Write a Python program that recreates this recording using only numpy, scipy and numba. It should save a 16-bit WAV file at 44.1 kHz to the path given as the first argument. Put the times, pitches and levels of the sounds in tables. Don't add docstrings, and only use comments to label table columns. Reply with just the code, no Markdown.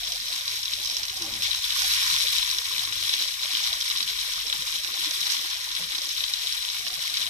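import sys
import numpy as np
from scipy import signal
from scipy.fft import rfft, irfft
from scipy.io import wavfile
from scipy.ndimage import uniform_filter1d
from numba import njit

SR = 44100
rng = np.random.default_rng(int(sys.argv[2]) if len(sys.argv) > 2 else 0)


def to_wav(sig):
    pcm = np.clip(np.atleast_2d(sig), -1, 1) * 32767
    pcm = np.round(pcm).astype(np.int16)
    wavfile.write(sys.argv[1], SR, pcm.T)


N = 321489

# pitch_hz, density_db_per_hz
RUMBLE_SPECTRUM = [(25, -2), (36, -4.5), (47, -11.5), (70, -8.5), (100, -4.5), (125, 0.5), (170, -56.5)]
# time_s, level_db
RUMBLE_LEVEL = [(0, -58), (1.1, -53.5), (1.4, -52), (2.2, -49.5), (2.55, -55), (2.9, -53.5), (3.1, -57),
                (4.0, -56), (4.3, -57), (6.3, -56), (6.9, -57), (7.29, -60)]
# time_s, lower_level_db, upper_level_db
HUM_LEVELS = [(0.0, -51, -60), (0.1, -58, -77), (0.55, -65, -62), (1.01, -61, -74), (1.38, -63, -55),
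              (1.5, -82, -62), (1.67, -60, -61), (1.83, -51, -69), (1.89, -49, -58), (2.09, -75, -60),
              (2.13, -63, -79), (2.39, -54, -77), (2.48, -61, -78), (2.88, -64, -53.5), (3.17, -58, -70),
              (3.94, -64, -72), (4.37, -56, -75), (4.45, -62, -90), (4.51, -61, -68), (5.2, -59, -70),
              (5.24, -76, -93), (5.52, -59, -79), (5.58, -68, -68), (6.52, -67, -76), (6.56, -60, -72),
              (7.29, -76, -59.5)]
# centre_hz, width_hz, relative_level_db
LOW_BANDS = [(143, 26, -5), (251, 38, -27), (309.4, 34.4, -3.5), (396, 124, -2)]
# start_s, length_s, change_db
LOW_BAND_DIPS = [(.6, 0.11, -18), (1.027, 0.08, -12), (1.493, 0.32, -17), (1.853, 0.39, -20),
                 (2.43, 0.15, -17), (2.613, 0.09, -21), (3.256, .15, -20), (3.46, 0.082, -23),
                 (3.615, 0.081, -20), (3.842, .1, -30), (4.213, 0.22, -10), (5.202, 0.15, 2),
                 (5.504, 0.26, -9), (6.235, 0.54, -18.5), (6.946, 0.18, -25)]
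# time_s, peak_db, pitch_hz
SOFT_BLIPS = [(0.247, -59, 161), (1.096, -56, 151), (1.24, -46, 790), (1.272, -44, 568), (1.31, -50, 200),
              (1.831, -56, 164), (2.121, -48, 145), (2.239, -51.5, 460), (2.483, -56, 144),
              (2.546, -54, 363), (2.994, -52, 352), (3.217, -56, 298), (3.529, -51, 298), (3.943, -55, 326),
              (3.997, -58, 400), (4.357, -62, 182), (4.447, -52, 464), (4.58, -49, 151), (4.834, -54, 318),
              (4.897, -58, 374), (4.984, -52, 330), (5.062, -44.5, 306), (5.431, -55, 328),
              (5.69, -57, 344), (5.8, -46, 168), (5.83, -49, 166), (5.8, -50, 510), (5.85, -57, 540),
              (5.93, -53, 302), (5.975, -54, 304), (6.01, -58, 376), (6.06, -53, 317), (6.431, -54, 424),
              (6.84, -57.5, 238), (6.97, -51.5, 150), (7.111, -57, 324)]
# start_s, level_db, length_s
THUDS = [(0.9, -45.5, .05), (1.01, -53, 0.038), (1.418, -53, .04), (1.833, -49, 0.032), (3.201, -43, 0.025),
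         (3.724, -43.5, 0.014), (3.997, -46, 0.022), (4.53, -47.5, 0.045), (5.76, -47.5, 0.095)]
# time_s, pitch_hz, tone_level_db, rustle_level_db, rumble_level_db
GROAN = [(1.17, 355, -72, -63, -67), (1.198, 363, -69, -60, -62), (1.212, 355, -47, -48, -59),
         (1.236, 330, -46, -55, -58), (1.256, 311, -49, -50, -57), (1.3, 305, -56, -48, -60),
         (1.33, 308, -57, -55, -55), (1.37, 334, -55, -55, -52), (1.4, 320, -67, -62, -59),
         (1.436, 320, -79, -63, -61), (1.46, 350, -90, -69, -64)]
# time_s, level_db, left_minus_right_db
SIZZLE_COURSE = [(0, -33, 0.5), (1.32, -33.5, 1), (1.5, -31, 2.5), (1.68, -30, 1), (1.85, -25, -0.5),
                 (2.1, -25.5, 2), (2.68, -30.5, 2.5), (3.39, -31, 2.5), (3.75, -31, 1.5), (4.3, -32, 2.5),
                 (4.83, -32, 1.5), (5.24, -31, 2), (5.5, -32.5, 2), (6.5, -31.5, 2.5), (6.9, -32.5, 1.5),
                 (7.29, -31.5, 3.5)]
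# time_s, relative_level_db
BODY_LEVEL = [(0, -16), (1.3, -14), (1.5, -13.5), (2.5, -14), (3.5, -14), (5, -13), (7.29, -13)]
# time_s, relative_level_db
LOWER_RESONANCE_LEVEL = [(0, 0.5), (1.3, 0.5), (1.6, 1), (2.4, 0), (3.5, 0), (5, -0.1), (6.2, 0.2),
                         (7.29, -0.5)]
# centre_s, rise_db, length_s
SPUTTERS = [(.04, -1, .04), (0.35, 2, 0.15), (0.506, 1.5, 0.043), (0.862, 1.5, 0.14), (0.95, 4, 0.11),
            (1.22, 1.5, .12), (1.345, 3, 0.074), (1.45, 3.5, 0.12), (3.113, 2.5, 0.15), (3.237, 3.5, 0.12),
            (3.554, 3, 0.2), (3.65, 2.5, 0.091), (3.785, 0.5, .08), (3.91, 0, 0.064), (4, 3.5, 0.14),
            (4.088, 3.5, 0.095), (4.217, 4, 0.075), (4.333, 2.5, 0.08), (4.48, 2.5, 0.087),
            (5.04, 1, 0.058), (5.063, 3, 0.1), (5.15, 2.5, 0.043), (5.254, 2, 0.088), (5.326, 5, 0.2),
            (6.118, 1, 0.072), (6.34, 2, 0.032), (7.22, 2, 0.04), (7.285, -3, 0.037)]
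# time_s, peak_db, pitch_hz, left_minus_right_db
TIMED_POPS = [(0.033, -17, 4330, -2), (0.0487, -14.5, 5430, 4), (0.0721, -14, 5250, 4),
              (0.0758, -20, 3450, 7), (0.121, -16.5, 5900, -12), (0.1262, -13.5, 5300, -2),
              (0.1786, -20, 3640, -7), (0.2021, -23, 4200, -3), (0.2117, -18, 5190, 2),
              (0.2356, -21, 3830, 11), (0.2575, -18, 3810, 1), (0.2835, -15, 5230, 7),
              (0.3314, -18, 5400, -2), (0.3366, -21, 4500, -5), (0.3432, -23, 3800, 7),
              (0.3626, -23, 3830, 14), (0.4101, -19, 4090, 3), (0.4796, -10, 4240, -2),
              (0.4867, -20, 4400, -1), (0.4946, -15, 5560, 0), (0.5012, -23, 4000, 3),
              (0.5719, -16, 3840, 5), (0.6315, -11, 5430, 4), (0.6375, -25, 3230, 9),
              (0.6527, -19, 4500, -5), (0.6564, -13.5, 4400, -4), (0.7199, -18, 4000, 7),
              (0.7236, -17, 3920, 9), (0.7351, -11, 4150, 8), (0.7385, -14, 3980, 5),
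              (0.8161, -19, 4220, 5), (0.849, -11, 5380, -6), (0.8586, -12.5, 5400, -9),
              (0.8622, -20, 5770, -1), (0.8741, -13, 5100, -1), (0.8994, -13.5, 4900, -5),
              (0.9116, -14, 5270, -7), (0.9459, -13, 5470, -2), (0.9582, -21, 3700, 6),
              (0.9686, -8, 5360, -7), (0.9713, -30, 3720, 4), (0.9757, -19, 5560, -3),
              (1.0327, -12, 5100, -8), (1.0399, -19, 4530, -6), (1.0532, -16.5, 5880, -9),
              (1.0829, -16, 4310, 0), (1.0974, -20.5, 3030, 8), (1.164, -29, 4410, -10),
              (1.1719, -18, 5530, -9), (1.2219, -8.5, 5500, -4), (1.2654, -19, 5080, 0),
              (1.338, -15.5, 3600, 4), (1.4228, -10.5, 3600, 4), (1.4264, -29, 3550, 13),
              (1.4341, -10, 5430, 1), (1.4454, -13.5, 3550, -2), (1.4541, -18, 3880, 0),
              (1.5094, -12, 3640, 5), (1.514, -11, 3940, 13), (1.5315, -16, 3550, 16),
              (1.5476, -14.5, 3500, -4), (1.6953, -24, 5130, 6), (1.7052, -13.5, 3400, 7),
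              (1.7237, -13, 3700, 3), (1.7635, -17, 3270, 4), (1.772, -16, 3750, 2), (1.8458, -15, 3400, 5),
              (1.8744, -23, 3510, -1), (1.9179, -8, 3830, 5), (1.9669, -14, 3300, 2),
              (2.0049, -18, 3330, 8), (2.0104, -23, 3380, 7), (2.0197, -20, 3340, 1),
              (2.0774, -16, 3290, 0), (2.0936, -13, 3770, 3), (2.1018, -9, 3740, 5), (2.1641, -11, 3270, 5),
              (2.2016, -16, 3230, 7), (2.2331, -19, 5120, 1), (2.2393, -19, 3900, 0),
              (2.2631, -23, 3640, 0), (2.2713, -9, 3700, 7), (2.2835, -10, 3600, 10),
              (2.3203, -26, 3530, 4), (2.3343, -25, 3500, 1), (2.3596, -18, 3560, -2),
              (2.3837, -11, 3730, 14), (2.4283, -11.5, 3380, 5), (2.4659, -23, 5600, -4),
              (2.4912, -17, 3290, 4), (2.5133, -5.5, 5300, 1), (2.5289, -19, 3660, 8),
              (2.585, -10, 5740, -8), (2.5891, -14, 3450, 0), (2.6553, -14, 3470, 5),
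              (2.6664, -27, 5860, 7), (2.7312, -13, 4010, 4), (2.7809, -13, 3380, 4),
              (2.7935, -12, 3750, 11), (2.852, -11, 3980, 6), (2.8757, -23, 3290, 4),
              (2.9245, -17.5, 2860, 6), (2.9301, -23, 5940, 7), (2.9443, -24, 4480, -4),
              (3.0265, -11, 3700, 3), (3.0529, -15, 3700, -4), (3.0936, -6.5, 3880, 2),
              (3.1241, -20, 3420, 4), (3.1324, -13, 3480, 8), (3.1378, -7, 3650, 2), (3.1404, -19, 3600, 6),
              (3.1858, -25, 3320, 2), (3.2234, -9, 3870, -6), (3.2377, -21, 2950, 11),
              (3.278, -13.5, 5040, 0), (3.2838, -17, 3680, 0), (3.3232, -30, 3250, -9),
              (3.3675, -30, 3660, 2), (3.434, -12, 3750, -3), (3.4578, -17, 3560, 2),
              (3.5507, -14, 2970, 6), (3.5707, -14, 3440, 0), (3.5862, -24, 3510, 12),
              (3.6375, -13.5, 5710, -2), (3.6416, -11, 3770, -2), (3.6646, -14, 3700, -2),
              (3.6727, -12, 4360, 7), (3.7295, -13, 3500, 4), (3.7397, -14.5, 5600, -9),
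              (3.8052, -13, 5600, -4), (3.8122, -9.5, 5430, -4), (3.8211, -10, 5210, 0),
              (3.824, -17, 3830, 1), (3.8809, -13, 5470, -4), (3.9011, -9, 3700, 2), (3.9045, -15, 3860, 3),
              (3.9101, -13, 3470, 4), (3.9147, -14, 4400, 3), (3.9191, -18, 3800, 12),
              (3.9624, -11, 3640, 1), (3.9685, -21, 3550, 10), (3.9738, -11, 5440, 2),
              (3.9773, -21, 3770, 7), (3.9843, -17, 4330, -6), (4.0057, -8.5, 3700, 4),
              (4.0285, -11, 4520, -5), (4.0771, -17.5, 3040, 10), (4.0872, -18, 5530, 6),
              (4.0954, -20, 3510, 3), (4.1019, -16, 3490, 6), (4.1311, -20.5, 3530, 6),
              (4.1893, -15, 3730, 9), (4.2133, -14, 5490, -6), (4.2163, -19, 3640, 5),
              (4.229, -24, 3080, 3), (4.2979, -17, 3700, 8), (4.3308, -20, 5490, -4),
              (4.3366, -13, 5680, -11), (4.3592, -16, 3920, 4), (4.4012, -23, 2970, 7),
              (4.4058, -27, 3450, 2), (4.4683, -13, 5400, -13), (4.4759, -26, 3340, -5),
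              (4.4998, -13, 3420, 2), (4.5272, -9, 3480, 7), (4.6179, -18, 5230, -2),
              (4.6226, -18.5, 3380, 8), (4.6794, -14, 3790, 1), (4.7584, -21, 3200, 8),
              (4.7644, -27, 3680, 4), (4.816, -28, 3490, 7), (4.8355, -14, 5400, 0),
              (4.8474, -16, 3600, -13), (4.8744, -19, 3660, -6), (4.9026, -20, 3790, -4),
              (4.9295, -30, 3570, -7), (4.9407, -17, 3750, 0), (4.9458, -23, 3830, 6),
              (4.9661, -25, 4650, 0), (5.0083, -18.5, 3300, 4), (5.0189, -20, 3020, 10),
              (5.0434, -20, 5620, -10), (5.0535, -16, 3730, -1), (5.0667, -18, 3470, 8),
              (5.1102, -13, 5770, -16), (5.1521, -21, 3540, 2), (5.209, -11.5, 5560, -9),
              (5.2299, -10, 3920, 8), (5.2357, -22, 3470, 5), (5.2972, -25, 4540, 2),
              (5.3013, -8, 5250, -6), (5.3208, -12, 5300, -8), (5.3629, -17, 3850, -2),
              (5.3679, -18, 4460, 5), (5.3928, -20, 3400, 8), (5.4607, -23, 3750, -7),
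              (5.4907, -24, 3660, 6), (5.5347, -31, 3900, 2), (5.5515, -26, 3360, 12),
              (5.69, -16, 3830, -4), (5.716, -17, 3490, -4), (5.7515, -14, 4460, 5),
              (5.7654, -13, 3920, -2), (5.8154, -27, 3420, -3), (5.8245, -19, 3510, 9),
              (5.8368, -18, 3550, 4), (5.8397, -17, 3400, 9), (5.8441, -24, 3400, 8), (5.89, -23, 3360, -6),
              (5.9201, -19, 3400, 7), (5.9491, -14, 3730, 10), (5.9539, -16, 3470, -5),
              (5.9818, -16, 5000, -6), (6.0186, -13.5, 5200, -4), (6.0235, -27, 3530, 10),
              (6.0911, -10, 5350, 4), (6.1089, -15.5, 3600, 5), (6.1818, -15, 3750, 8),
              (6.2055, -10, 3880, 7), (6.2395, -9, 3480, 7.5), (6.2668, -30, 5900, 2),
              (6.3371, -11.5, 4410, -1), (6.368, -15, 3850, 4), (6.4717, -9, 3790, 5),
              (6.4768, -18, 3640, 11), (6.4878, -26, 3680, 8), (6.525, -8, 5400, -2),
              (6.541, -27, 3470, 11), (6.5508, -23, 5560, -1), (6.5707, -23, 3530, 10),
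              (6.6107, -25, 3830, 7), (6.6158, -20, 3850, -1), (6.6297, -28, 4440, 1),
              (6.6496, -18.5, 3400, 8), (6.6826, -21, 3170, 9), (6.6887, -13.5, 3700, 4),
              (6.701, -12, 3880, 8), (6.7446, -27, 3400, 4), (6.7843, -16, 3940, 9),
              (6.7947, -19, 3730, -2), (6.8673, -17.5, 3100, -3), (6.8735, -21, 2950, 6),
              (6.8812, -17, 5050, 7), (6.9044, -20, 3770, -11), (6.9412, -16, 5230, -6),
              (6.953, -27, 4480, -6), (6.9566, -23, 3450, -3), (7.007, -26, 3770, 0),
              (7.0182, -22, 3830, -1), (7.0244, -16, 5680, -4), (7.0289, -24, 3290, 1),
              (7.0718, -15.5, 3520, 8), (7.0981, -17, 3900, 14), (7.1417, -11, 3700, 0),
              (7.1716, -8.5, 3530, 4), (7.1759, -16, 4500, 6), (7.1804, -17, 3730, 2),
              (7.2156, -19, 4480, -9), (7.2276, -16, 3340, 5), (7.2668, -16, 3400, 12),
              (7.2744, -19, 3060, 3)]
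# pitch_hz, gain_db
LEFT_PORT = [(450, -83), (850, -42), (1000, -16.5), (1500, -18.5), (1900, -12.5), (2500, -12.5),
             (3100, -6.5), (3600, -3.5), (3950, 1), (4150, -5.5), (4800, -13), (5300, -4.5), (5900, -16),
             (7500, -16), (11500, -13), (14500, -17)]
RIGHT_PORT = [(450, -86), (850, -22.5), (1000, -17), (1500, -16.5), (1900, -14.5), (2500, -13.5),
              (3200, -14), (3800, -6.5), (4400, -7.5), (4750, -8), (5600, -2.5), (6200, -8.5),
              (6800, -13.5), (8000, -15), (11000, -17), (14400, -13)]

HUM_WANDER_HZ = 1.41
LOW_BANDS_DB, BLIP_LAYER_DB = -65, -59
DIP_EDGE_S, BLIP_LAYER_DIP_SHARE = 0.024, 0.17
BLIP_LAYER_LOW_HZ, BLIP_LAYER_HIGH_HZ = 489.5, 862
BLIP_LAYER_FOLLOWS = 0.63
BLIP_S = 0.045
FAINT_BLIP_DB, FAINT_BLIP_SPREAD_DB = -57, -0.5
RIGHT_LEAD_S, LEAD_SPREAD_S = 0.0003367, 0.000035
TAIL_T60_S, TAIL_DB = 0.04, -7
FURTHER_POP_DB, FURTHER_POP_SPREAD_DB, FURTHER_POP_PAN_DB = -25, 1, 1.5
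BODY_HZ, MIDDLE_HZ, SPRAY_HZ = 2114, 4360, 6830
SPRAY_DB = -6.5
SPUTTER_REACH = 0.34
TOP_HZ = 14500

OPPOSITE = np.array([[1], [-1]])


def undb(db):
    return 10 ** (np.asarray(db) / 20)


def level(x, db):
    return x * undb(db) / np.sqrt(np.mean(x ** 2))


def curve(s, values):
    return np.interp(np.arange(N) / SR, s, values)


def read(table, hz):
    f, db = np.transpose(table)
    return np.interp(np.log(hz), np.log(f), db)


def colour(x, table, size=4096):
    hz = np.arange(size // 2 + 1) * SR / size + 1
    cepstrum = irfft(np.log(undb(read(table, hz))))
    cepstrum[1:size // 2] *= 2
    cepstrum[size // 2 + 1:] = 0
    response = irfft(np.exp(rfft(cepstrum)))[:size // 2]
    return signal.oaconvolve(x, response)[:N]


def band(lo_hz, hi_hz, channels=1):
    sos = signal.butter(4, [lo_hz, hi_hz], "bandpass", fs=SR, output="sos")
    return level(signal.sosfilt(sos, rng.standard_normal((channels, N))), 0)


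def walk(rate):
    hold = int(SR / rate)
    steps = np.repeat(rng.standard_normal(N // hold + 1), hold)
    return 1.3 * uniform_filter1d(uniform_filter1d(steps, hold), hold)[:N]


def rumble():
    mid, side = (colour(n, RUMBLE_SPECTRUM, size=8192) for n in band(26.0, 93.0, channels=2))
    noise = level(mid + 0.5 * side * OPPOSITE, -5.0)
    waver_db = curve(*np.transpose(RUMBLE_LEVEL)) + 1.3 * walk(7.0)
    return noise * undb(waver_db)


def hum():
    s, *levels = np.transpose(HUM_LEVELS)
    out = np.zeros((2, N))
    for hz, db in zip((46, 98), levels):
        gain = np.sqrt(2) * undb(curve(s, db) + 2.3 * walk(8.0))
        phase = 2 * np.pi * np.cumsum(hz + HUM_WANDER_HZ * walk(3.5)) / SR
        out += gain * np.sin(phase + 0.53 * walk(2.96) * OPPOSITE)
    return out


def low_band_dips():
    t = np.arange(N) / SR
    return sum(db * np.clip(np.minimum(t - s, s + length - t) / DIP_EDGE_S, 0, 1)
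               for s, length, db in LOW_BAND_DIPS)


def patches(hz, width, depth_db):
    mid, side = rng.standard_normal((2, N))
    gate = undb(depth_db * np.tanh(15.0 * walk(30)))
    sos = signal.butter(4, [hz - width / 2, hz + width / 2], "bandpass", fs=SR, output="sos")
    return level(signal.sosfilt(sos, gate * (mid + 1.02 * side * OPPOSITE)), 0)


def low_patches(dip_db):
    bands = sum(undb(db) * patches(hz, width, depth_db=16.5) for hz, width, db in LOW_BANDS)
    return level(bands, LOW_BANDS_DB) * undb(dip_db)


def blips(rows):
    t = np.arange(int(BLIP_S * SR)) / SR
    out = np.zeros((2, N + len(t)))
    side = OPPOSITE / 2
    for (s, peak_db, hz), g in zip(rows, rng.standard_normal((len(rows), 2))):
        tone = np.sin(2 * np.pi * hz * t + 0.72 * g[1] * side)
        blip = undb(peak_db + 2.7 * g[0] * side) * tone
        i = max(int((s - .008) * SR), 0)
        out[:, i:i + len(t)] += blip * np.sin(np.pi * t / BLIP_S) ** 2
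    return out[:, :N]


def faint_blips(count=130):
    u, g = rng.random((count, 2)).T, rng.standard_normal(count)
    peak_db = FAINT_BLIP_DB + FAINT_BLIP_SPREAD_DB * g
    return blips(np.transpose([u[0] * N / SR, peak_db, 145 * 2.9 ** u[1]]))


def overlapping_blips(count=380):
    u, g = rng.random((count, 2)).T, rng.standard_normal(count)
    hz = BLIP_LAYER_LOW_HZ + (BLIP_LAYER_HIGH_HZ - BLIP_LAYER_LOW_HZ) * u[1]
    return blips(np.transpose([u[0] * N / SR, 2.7 * g, hz]))


def blip_layer(dip_db):
    s, sizzle_db, _ = np.transpose(SIZZLE_COURSE)
    swell_db = BLIP_LAYER_FOLLOWS * (curve(s, sizzle_db) - np.mean(sizzle_db))
    change_db = BLIP_LAYER_DIP_SHARE * dip_db + swell_db + 2.0 * walk(13)
    return level(overlapping_blips(), BLIP_LAYER_DB) * undb(change_db)


def low_bed():
    dip_db = low_band_dips()
    return rumble() + low_patches(dip_db) + blip_layer(dip_db) + faint_blips() * undb(dip_db)


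def thuds():
    t = np.arange(N) / SR
    puffs = sum(undb(db) * np.sin(np.pi * np.clip((t - s) / length, 0, 1)) ** 2
                for s, db, length in THUDS)
    return puffs * band(145, 1180) / 2


def groan():
    s, hz, db, rustle_db, rumble_db = np.transpose(GROAN)
    t = np.arange(N) / SR
    phase = 2 * np.pi * np.cumsum(curve(s, hz)) / SR
    gate = uniform_filter1d(1. * ((t > s[0]) & (t < s[-1])), size=600)
    tone = np.sqrt(2) * undb(curve(s, db)) * (np.sin(phase) + undb(-17) * np.sin(2 * phase))
    rustle = undb(curve(s, rustle_db)) * band(230, 1240)
    low_noise = undb(curve(s, rumble_db)) * band(127, 220)
    return gate * (tone + rustle + low_noise)


@njit
def rings(n, start, turn, fade, size):
    out = np.zeros(n)
    for k in range(len(start)):
        i = max(int(start[k]) + 1, 0)
        step = np.exp(1j * turn[k] - fade[k])
        z = size[k] * np.exp((1j * turn[k] - fade[k]) * (i - start[k]))
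        for j in range(i, min(n, i + int(5.8 / fade[k]))):
            out[j] += z.imag
            z *= step
    return out


def bursts(s, hz, cycles, size, pan_db, place):
    turn = 2 * np.pi * hz / SR
    fade = turn / (2 * np.pi * cycles)
    lead = (RIGHT_LEAD_S + LEAD_SPREAD_S * place) * SR
    left = rings(N, s * SR, turn, fade, size * undb(pan_db / 2))
    right = rings(N, s * SR - lead, turn, fade, size * undb(-pan_db / 2))
    return np.array([left, right])


def steam(count=3):
    out = 1.4 * rng.standard_normal((2, N)) + undb(-5) * band(1350, 2520, channels=2)
    for place in np.linspace(-1.4, 1.4, count):
        jet = rng.standard_normal(N)
        lead = int((RIGHT_LEAD_S + LEAD_SPREAD_S * place) * SR)
        out += [np.roll(jet, lead), jet]
    return level(out, 0)


def bubbles(count=26000):
    u, g = rng.random((count, 4)).T, rng.standard_normal((count, 2)).T
    hz = 900 + 14100 * u[1]
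    extra_db = np.minimum(-2.8 * np.log(1 - u[2]), 12)
    size = undb(extra_db) * np.sqrt(hz)
    cycles = 1.03 + 1.66 * u[3] ** 2
    return level(bursts(u[0] * N / SR, hz, cycles, size, 2.7 * g[0], g[1]), 0)


def further_pops(count=70):
    u, g = rng.random((count, 2)).T, rng.standard_normal((count, 3)).T
    hz = np.where(u[1] < .65, 3700, 5400) * np.exp(0.047 * g[0])
    peak_db = FURTHER_POP_DB + FURTHER_POP_SPREAD_DB * g[1]
    return np.transpose([u[0] * N / SR, peak_db, hz, FURTHER_POP_PAN_DB + 4 * g[2]])


def pops(count=4):
    s, peak_db, hz, pan_db = np.transpose(np.vstack([TIMED_POPS, further_pops()]))
    left_db, right_db = read(LEFT_PORT, hz), read(RIGHT_PORT, hz)
    size = undb(peak_db - (left_db + right_db) / 2)
    side_db = pan_db - (left_db - right_db)
    g = rng.standard_normal((len(s), 2 * count + 1)).T
    place = g[-1]
    crack = bursts(s, 1.08 * hz, 0.89 + 0 * hz, size * undb(1.5), side_db, place)
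    ring = bursts(s, hz, 2.5 + 0 * hz, size * undb(-4.5), side_db, place)
    out = crack + ring
    for k in range(count):
        late = .0007 * 1.9 ** k * np.exp(.3 * g[k])
        droplet_hz = hz * np.exp(0.39 * g[count + k])
        droplet_size = size * undb(-4.5 - 620 * late)
        out += bursts(s + late, droplet_hz, 1.4 + 0 * hz, droplet_size, side_db, place)
    return out


def echoes(x):
    t = np.arange(int(.06 * SR)) / SR
    tail = rng.standard_normal((2, len(t))) * undb(-60 * t / TAIL_T60_S) * (t > .0008)
    tail *= undb(TAIL_DB) / np.sqrt(np.sum(tail ** 2, axis=1, keepdims=True))
    return x + signal.oaconvolve(x, tail, axes=1)[:, :N]


def ports(x):
    return np.array([colour(x[0], LEFT_PORT), colour(x[1], RIGHT_PORT)])


def filtered(x, hz, kind):
    return signal.sosfiltfilt(signal.butter(2, hz, kind, fs=SR, output="sos"), x)


def flicker(db):
    return undb(db * (walk(7) + walk(25)))


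def sizzle():
    t = np.arange(N) / SR
    throb = undb(1.07 * walk(30) + 0.61 * walk(110))
    fry = ports(echoes(throb * bubbles()) + np.sqrt(throb) * steam())
    body = filtered(fry, BODY_HZ, "low")
    lower = filtered(fry, MIDDLE_HZ, "low")
    spray = filtered(fry, SPRAY_HZ, "high")
    lower_gain = undb(curve(*np.transpose(LOWER_RESONANCE_LEVEL))) * flicker(db=0.56)
    middle = level(lower_gain * (lower - body) + flicker(db=0.3) * (fry - lower - spray), 0)
    edges = undb(curve(*np.transpose(BODY_LEVEL))) * flicker(db=0.87) * level(body, 0)
    edges += flicker(db=0.4) * level(spray, SPRAY_DB)
    rise_db = sum(db * np.cos(np.pi * np.clip((t - at) / length, -.5, .5)) ** 2
                  for at, db, length in SPUTTERS)
    return undb(rise_db) * middle + undb(SPUTTER_REACH * rise_db) * edges


def pan():
    s, sizzle_db, pan_db = np.transpose(SIZZLE_COURSE)
    sway = undb(curve(s, pan_db) * OPPOSITE / 2)
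    return undb(curve(s, sizzle_db)) * sway * sizzle() + ports(echoes(pops()))


def scene():
    return low_bed() + hum() + blips(SOFT_BLIPS) + thuds() + groan() + pan()


def record(dry):
    return signal.sosfilt(signal.ellip(12, .2, 80, TOP_HZ, fs=SR, output="sos"), dry)


dry = scene()
out = record(dry)
to_wav(out)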